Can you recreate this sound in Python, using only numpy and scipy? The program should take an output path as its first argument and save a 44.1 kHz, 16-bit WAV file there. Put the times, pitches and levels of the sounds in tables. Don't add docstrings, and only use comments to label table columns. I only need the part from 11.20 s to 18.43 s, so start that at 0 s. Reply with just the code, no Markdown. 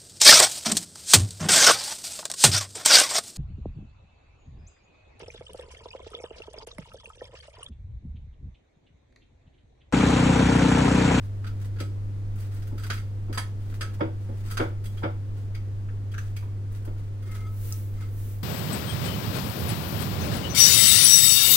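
import sys
import numpy as np
from scipy import signal
from scipy.fft import rfft, irfft, next_fast_len
from scipy.io import wavfile
from scipy.ndimage import uniform_filter1d

SR = 44100
rng = np.random.default_rng(int(sys.argv[2]) if len(sys.argv) > 2 else 0)


def waveform_to_disk(signal):
    frames = np.transpose(np.atleast_2d(signal))
    scaled = np.clip(frames, -1, 1) * 32767
    samples = np.round(scaled).astype(np.int16)
    wavfile.write(sys.argv[1], SR, samples)


N = 318843
TIME = np.arange(N) / SR
HIT_TIME = np.arange(16384) / SR
TICK_BAND_HZ, KNOCK_BAND_HZ = (1000, 5000), (200, 900)

# f/Hz, level/dB, T60/s
TIN_MODES = [(1292, -5.5, .28), (1497, -9, .11), (1745, -15, .18), (2121, -11, .26), (2213, -11, .18),
             (3144, -12, .2), (3275, -5, .19), (3518, -11, .14), (4725, -1, .15), (4780, -5, .14),
             (4840, -3, .15), (4900, -5, .13), (5800, -16, .25), (6190, -7, .2), (6228, -6, .18),
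             (6495, -3, .14), (7980, 3.5, .16), (8027, 6, .17), (8280, .5, .14), (9986, 0, .14),
             (10060, 5, .17), (10370, 0, .13), (12210, 1, .12), (12520, -1, .15), (12980, -3, .14),
             (14680, -6, .13), (15600, -4, .14)]


def ticks(gain_db=16, flex_db=-9, flex_hz=1120, flex_width_hz=320, flex_lead_s=.007):
    # t/s, level/dB, treble/dB, f/Hz of the struck spot, low body/dB, metal ring/dB
    releases = [(0.2424, -32, -21.5, 1400, 7, 5), (0.2672, -31.5, -14.5, 1360, -8, -6),
                (0.562, -40.5, -19, 1600, 7, -10), (.587, -33.5, -19, 1440, -10, -1),
                (.602, -26.5, -14, 8000, -15, -1.5), (1.158, -46.5, 1, 1330, -11, 2),
                (1.202, -45, -1, 4530, -13, -3), (1.580, -34.5, -10, 1390, -12, -4),
                (1.596, -38, -10, 1400, -10, 14), (1.636, -28.5, -11, 1480, -5, 4),
                (1.7017, -16, -15, 1540, 6, -7.5), (1.731, -30, -8, 1500, -9, -3),
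                (1.778, -33.5, -18, 2100, -12, 13), (2.128, -28.5, -10, 1560, -7, 2),
                (2.145, -29.5, -10.5, 1710, 22, 15), (2.1757, -15.5, -11.5, 1740, 20.5, 4.5),
                (1.342, -50, 2.5, 1400, -10, 0), (1.422, -43, -10, 5500, -8, -4),
                (1.471, -43, -2, 1400, -6, -4), (2.523, -40, -26, 1500, -6, -2),
                (2.610, -19, -14, 1600, -2, 4), (3.281, -39, -14, 1350, -10, 14),
                (3.3106, -26, -6, 1450, 6, 6), (3.3714, -17, -12.5, 1500, 10, -6),
                (3.640, -41, -4, 1270, -17, 11), (3.656, -36, -3.5, 3300, -7, 4),
                (3.774, -36.5, -22, 3250, -1, 7), (4.348, -33, -15.5, 2140, 0, 7.5),
                (5.226, -39.5, -22, 935, 22, -12), (4.916, -41, -9, 3230, -8, 5),
                (5.165, -32, -7.5, 2420, -14, 3), (5.651, -41, -2.5, 1550, 18, -13),
                (5.520, -53, 5, 1500, -8, -2), (6.025, -45, -4.5, 1300, -14, 1),
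                (6.112, -45, 1, 2100, -10, 9), (6.158, -41.5, -19, 1350, -5, -2),
                (6.823, -38, -18, 1290, -15, -9)]
    # f/Hz, level/dB
    click_spectrum = [(100, -2), (400, -6), (950, -19.5), (1300, 0), (1700, -5), (2600, -6), (3500, -10),
                      (4200, -9.5), (5000, -11.5), (7000, -10), (11000, -7.5), (16000, -9)]
    flex_spectrum = [(flex_hz / 2, -50), (flex_hz - flex_width_hz / 2, -6), (flex_hz, 0),
                     (flex_hz + flex_width_hz / 2, -6), (flex_hz * 2, -60)]
    wall = humps([(hz, 170, 6) for hz, db, _ in TIN_MODES if hz > 3000 and db > -8])
    out = np.zeros((2, N))
    for s, db, treble, spot_hz, body, metal in releases:
        top_loss_db = .42 * max(db + 32, 0)
        tilt = [(450, 0), (650, body / 2), (1000, body), (1300, 0), (2000, 0),
                (4800, min(treble + 16, 0)), (9000, treble), (10500, treble), (12500, treble - top_loss_db)]
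        spot = humps([(spot_hz, 380, 9.5)])
        click = unit_band(colour(crack(), click_spectrum, tilt, wall, spot), TICK_BAND_HZ)
        ringing = colour(ring(TIN_MODES), tilt, spot) * amp(metal + .37 * (db + 11))
        add(out, s, amp(db + gain_db) * unit_band(click + ringing, TICK_BAND_HZ))
        flex = colour(room(direct=0, rise_s=.0039, early=3.2, early_s=.0088), flex_spectrum)
        flex /= np.linalg.norm(flex[0])
        add(out, s - flex_lead_s, amp(db + gain_db + flex_db + min(db + 9.5, 0)) * flex)
    return out * amp([[-.86], [.86]])


def knocks(gain_db=18.5, touch_db=-19, metal_db=-19, crack_db=-6, hollow_db=-2):
    # t/s, level/dB, hardness/dB, hollow ring/dB, f/Hz favoured by the spot
    blows = [(0.604, -25, -43, -9, 340), (1.519, -27.5, -51, -8, 320), (2.092, -26, -48, -3.5, 240),
             (2.612, -40, -8.5, 6.5, 377), (2.8052, -15.5, -29.5, 3, 322), (3.087, -31, -42, 1, 535),
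             (3.397, -14.5, -28, 1, 487), (3.831, -18, -27, 3.5, 870), (5.673, -29.5, -35.5, -4, 520)]
    # f/Hz, level/dB
    thud_spectrum = [(50, -52), (170, 1.5), (250, -1), (330, 6.5), (460, 1.5), (580, 7.5), (700, -4),
                     (900, 2), (1150, 2.5), (1400, 10), (1900, -5), (2200, 2.5), (2600, -12), (3100, -14.5),
                     (3500, -7), (4200, -29), (4800, -21), (6500, -45), (15000, -56)]
    # f/Hz, level/dB
    crack_spectrum = [(600, -34), (1500, -2), (2200, 2), (2800, -1), (3400, 0), (4200, -21), (4800, -6),
                      (6000, -25), (15000, -45)]
    # f/Hz, level/dB, T60/s
    hollow_modes = [(117, 0, .3), (242, -9, .35), (323, 2, .25), (380, -13, .4), (481, -4, .24),
                    (549, -4.5, .24), (650, -8, .25), (741, -9, .3), (853, -8, .3), (900, -13, .26),
                    (945, -11, .26), (1030, -16, .2), (1387, -15, .2), (1780, -21, .2)]
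    out = np.zeros((2, N))
    for s, db, hardness, hollow, spot_hz in blows:
        gain, treble_db = amp(db + gain_db), hardness + 17.5
        path = room(direct=.12, rise_s=.003, early=.9, early_s=.025, spacing_m=.1)
        low_body = humps([(240, 200, .63 * max(-28 - hardness, 0))])
        thud = colour(path, thud_spectrum, [(450, 0), (1500, treble_db)], low_body)
        touch_path = room(direct=0, rise_s=.00052, early=1, early_s=.02)
        touch = colour(touch_path, [(200, -5), (900, 15), (1400, -3), (2500, -28)])
        metal = colour(ring(TIN_MODES), [(2300, 7.5), (3500, -4), (5000, -5), (7000, -30)])
        edge = colour(crack(), crack_spectrum)
        hollow_ring = colour(ring(hollow_modes, scatter_db=1), humps([(spot_hz, 110, 5)]))
        add(out, s - .01, gain * amp(touch_db) * unit_band(touch, KNOCK_BAND_HZ))
        add(out, s, gain * (unit_band(thud, KNOCK_BAND_HZ) + amp(metal_db) * metal))
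        add(out, s + .0025, gain * amp(crack_db + treble_db) * unit_band(edge, TICK_BAND_HZ))
        add(out, s + .00641, gain * amp(hollow_db + hollow) * hollow_ring)
    return np.array([np.roll(out[0], 18), out[1]])


def cricks(gain_db=16):
    # t/s, level/dB, treble/dB
    crinkles = [(4.686, -39, -23), (4.939, -29.5, -9), (4.9796, -25, -3.5)]
    # f/Hz, level/dB
    spectrum = [(300, -17), (1000, -21), (1250, 4.5), (1800, -3.5), (2000, -8.5), (4500, -10),
                (9000, -17.5), (16000, -19)]
    # f/Hz, width/Hz, level/dB
    resonances = [(1600, 400, 7.5), (2600, 600, 6), (6100, 340, 15.5), (7650, 400, 11)]
    out = np.zeros((2, N))
    for s, db, treble in crinkles:
        crick = colour(crack(), spectrum, humps(resonances), [(2000, 0), (6000, treble)])
        add(out, s, amp(db + gain_db) * unit_band(crick, TICK_BAND_HZ))
    return out


def grip(gain_db=-3, slips_per_s=110, spread_db=4, ring_db=-13, spots=6):
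    # start t/s, end t/s, level/dB
    creeps = [(.01, .03, -54), (.40, .46, -55.5), (1.20, 1.23, -53), (1.34, 1.48, -55), (1.645, 1.66, -46),
              (1.74, 1.79, -50), (2.44, 2.59, -52.5), (2.74, 2.75, -53.5), (3.04, 3.06, -60),
              (3.20, 3.25, -50), (3.28, 3.38, -45.5), (3.68, 3.84, -57.5), (4.19, 4.23, -58),
              (5.02, 5.09, -54.5), (5.56, 5.60, -55), (5.79, 5.82, -56.5), (6.08, 6.18, -51),
              (6.79, 6.85, -50.5)]
    # f/Hz, level/dB
    spectrum = [(300, -31), (900, 3.5), (1400, 8), (3000, 1), (7000, -3.5), (12000, -9), (16000, -5)]
    onsets = rng.random(N) < slips_per_s / SR
    slips = onsets * amp(spread_db * np.minimum(rng.exponential(1, N), 3.5))
    spot, out = rng.integers(0, spots, N), 0
    for k in range(spots):
        path = colour(room(direct=.4, rise_s=.00095, early=1, early_s=.018), spectrum)
        response = path / np.linalg.norm(path[0]) + amp(ring_db) * ring(TIN_MODES)
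        out = out + signal.oaconvolve((slips * (spot == k))[None], response, axes=1)[:, :N]
    return amp(gain_db) * strokes(creeps, rise_db_per_s=227, fall_db_per_s=165) * unit(out)


def slide(gain_db=5):
    # start t/s, end t/s, level/dB
    swishes = [(6.46, 6.54, -48.5), (7.0, 7.12, -54.5)]
    # f/Hz, level/dB
    spectrum = [(500, -15), (2000, -8.5), (4500, -11), (8000, -8), (12000, -5), (14200, -2.5),
                (15500, -1.5)]
    hiss = unit(colour(rng.standard_normal((2, N)), spectrum))
    envelope = strokes(swishes, rise_db_per_s=103, fall_db_per_s=90)
    return amp(gain_db) * envelope * hiss * amp([[.3], [-.3]])


def snap(at_s=6.5248, gain_db=-7.5):
    # f/Hz, level/dB
    spectrum = [(500, -32), (3900, -21), (5000, -3), (6200, 1), (7000, -9), (8700, -4), (10000, -15),
                (16000, -14)]
    out = np.zeros((2, N))
    path = room(direct=1.9, rise_s=.002, early=6, early_s=.007)
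    add(out, at_s, amp(gain_db) * colour(path, spectrum))
    return out


def rim(modes_hz=(1292, 2105), width_hz=16, side_share=.4, ping_db=25, t60_share=.85):
    # start t/s, end t/s, level/dB
    drags = [(6.09, 6.27, -60), (6.82, 6.84, -60)]
    # t/s, level/dB
    catches = [(.269, -48), (.604, -39.5), (6.031, -52), (6.088, -55), (6.118, -54), (6.165, -50),
               (6.2, -52), (6.247, -48), (6.263, -40), (6.511, -47.5)]
    # f/Hz, level/dB
    ping_spectrum = [(1000, 13), (1340, 12), (1480, -3), (2100, -3), (3250, -6), (3550, -3), (4700, -11),
                     (6300, -12), (8000, -22), (15000, -36)]
    radius, singing = np.exp(-np.pi * width_hz / SR), 0
    for hz in modes_hz:
        resonator = [1, -2 * radius * np.cos(2 * np.pi * hz / SR), radius ** 2]
        singing = singing + unit(signal.lfilter([1, 0, -1], resonator, rng.standard_normal((2, N))))
    mid, side = singing
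    envelope = strokes(drags, rise_db_per_s=250, fall_db_per_s=253)
    out = envelope * (mid + side_share * np.array([side, -side]))
    damped = [(hz, db, t60 * t60_share) for hz, db, t60 in TIN_MODES]
    for s, db in catches:
        add(out, s, amp(db + ping_db) * colour(ring(damped, scatter_db=.5, apart=.4), ping_spectrum))
    return out


def ring(modes, detune=.002, scatter_db=2.2, apart=1, rise_s=.0025):
    t, out = HIT_TIME, 0
    for hz, db, t60 in modes:
        mic_phase, mic_db = apart * min(hz / 1200, 2) * rng.uniform(-1, 1, (2, 2, 1))
        strength = amp(db + scatter_db * rng.standard_normal() + mic_db)
        turns = hz * (1 + detune * rng.uniform(-1, 1)) * t + rng.random()
        out = out + strength * amp(-60 * t / t60) * np.sin(2 * np.pi * turns + mic_phase)
    out = out * (1 - np.exp(-t / rise_s))
    return out / np.sqrt((out ** 2).sum() / 2)


def crack(echo_s=.0043, echo_gain=.63):
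    click, echo = (room(direct=.3, rise_s=.0016, early=2, early_s=.009) for _ in range(2))
    add(click, echo_s, echo_gain * colour(echo, [(3000, 0), (6000, .5), (12000, -1)]))
    return click


def room(direct, rise_s, early, early_s, spacing_m=.22):
    # f/Hz, T60/s
    decay_times = [(150, 0.22), (500, 0.31), (1500, 0.28), (5000, 0.32), (15000, 0.37)]
    t = HIT_TIME
    field = diffuse(rng.standard_normal((2, len(t))), spacing_m)
    hz, frame_s, frames = signal.stft(field, SR, nperseg=256)
    decay = amp(-60 * frame_s / read(decay_times, hz)[:, None])
    tail = signal.istft(frames * decay, SR, nperseg=256)[1][:, :len(t)]
    tail *= (1 - np.exp(-t / rise_s)) * (1 + early * np.exp(-t / early_s))
    clumps = unit(uniform_filter1d(rng.standard_normal(len(t)), size=30))
    tail *= amp(3.5 * clumps * np.exp(-t / .04))
    tail /= np.linalg.norm(tail[0])
    tail[[0, 1], [4, 0]] += direct
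    return tail


def hum(hum_hz=100.15):
    # multiple of the hum frequency, level/dB
    partials = [(.5, -26), (1, 0), (2, -27), (3, -38), (5, -36)]
    # t/s, level/dB
    wavering = [(0.05, -32.5), (0.33, -30.5), (2.62, -32), (5.07, -31), (6.04, -32.5), (6.36, -30.5),
                (7.15, -32)]
    t = TIME - np.array([[.0005], [0]])
    tone = sum(amp(db) * np.sin(2 * np.pi * (k * hum_hz * t + rng.random())) for k, db in partials)
    return amp(np.interp(TIME, *np.transpose(wavering))) * unit(tone)


def air(base_db=-52.5, gain_db=1):
    # f/Hz, level/dB
    spectrum = [(10, -7), (22, 5.5), (43, -15), (65, -10.5), (140, -16.5), (175, -20.5), (300, -20.5),
                (450, -25), (650, -32.5), (1300, -37.5), (2200, -43.5), (4000, -48), (8000, -53),
                (15000, -61)]
    size = next_fast_len(N)
    shape = amp(read(spectrum, np.fft.rfftfreq(size, 1 / SR)))
    noise = irfft(rfft(diffuse(rng.standard_normal((2, size)))) * shape, size)
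    return amp(base_db + gain_db) * np.sqrt(size) * unit_band(noise, (218, 15000))[:, :N]


def diffuse(x, spacing_m=.22, bass_coherence=.975):
    half_waves = 2 * np.fft.rfftfreq(x.shape[1], 1 / SR) * spacing_m / 343
    coherence = bass_coherence * np.sinc(half_waves)
    mid, side = rfft(x) * np.sqrt([(1 + coherence) / 2, (1 - coherence) / 2])
    return irfft([mid + side, mid - side], x.shape[1])


def strokes(rows, rise_db_per_s, fall_db_per_s):
    power = 0
    for start, end, db in rows:
        drop_db = rise_db_per_s * np.clip(start - TIME, 0, 1) + fall_db_per_s * np.clip(TIME - end, 0, 1)
        power = power + amp(db - drop_db) ** 2
    return np.sqrt(power)


def colour(x, *spectra, size=4096):
    hz = abs(np.fft.fftfreq(size, 1 / SR))
    log_gain = np.log(amp(sum(read(points, hz) for points in spectra)))
    taps = np.fft.ifft(np.exp(np.conj(signal.hilbert(log_gain)))).real
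    return signal.fftconvolve(x, taps[None, :size // 2], axes=1)[:, :x.shape[1]]


def humps(peaks):
    hz = np.linspace(0, SR / 2, 2048)
    curves = [db / (1 + (2 * (hz - f) / width) ** 2) for f, width, db in peaks]
    return np.transpose([hz, np.max(curves, axis=0)])


def read(points, hz):
    f, value = np.transpose(points)
    return np.interp(np.log(hz + 1), np.log(f + 1), value)


def unit_band(x, band_hz):
    hz = np.fft.rfftfreq(x.shape[1], 1 / SR)
    in_band = rfft(x)[:, (hz > band_hz[0]) & (hz < band_hz[1])]
    return x / np.sqrt((abs(in_band) ** 2).sum() / x.shape[1])


def unit(x):
    return x / np.sqrt(np.mean(x ** 2) + 1e-20)


def amp(db):
    return 10 ** (np.asarray(db) / 20)


def add(mix, s, sound):
    part = mix[:, max(round(s * SR), 0):][:, :sound.shape[1]]
    part += sound[:, :part.shape[1]]


def scene():
    return ticks() + cricks() + knocks() + grip() + slide() + snap() + rim() + hum() + air()


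def record(dry):
    lowpass = signal.firwin(511, 15900, window=("kaiser", 9), fs=SR)
    return signal.oaconvolve(dry, lowpass[None], "same")


dry = scene()
out = record(dry)
waveform_to_disk(out)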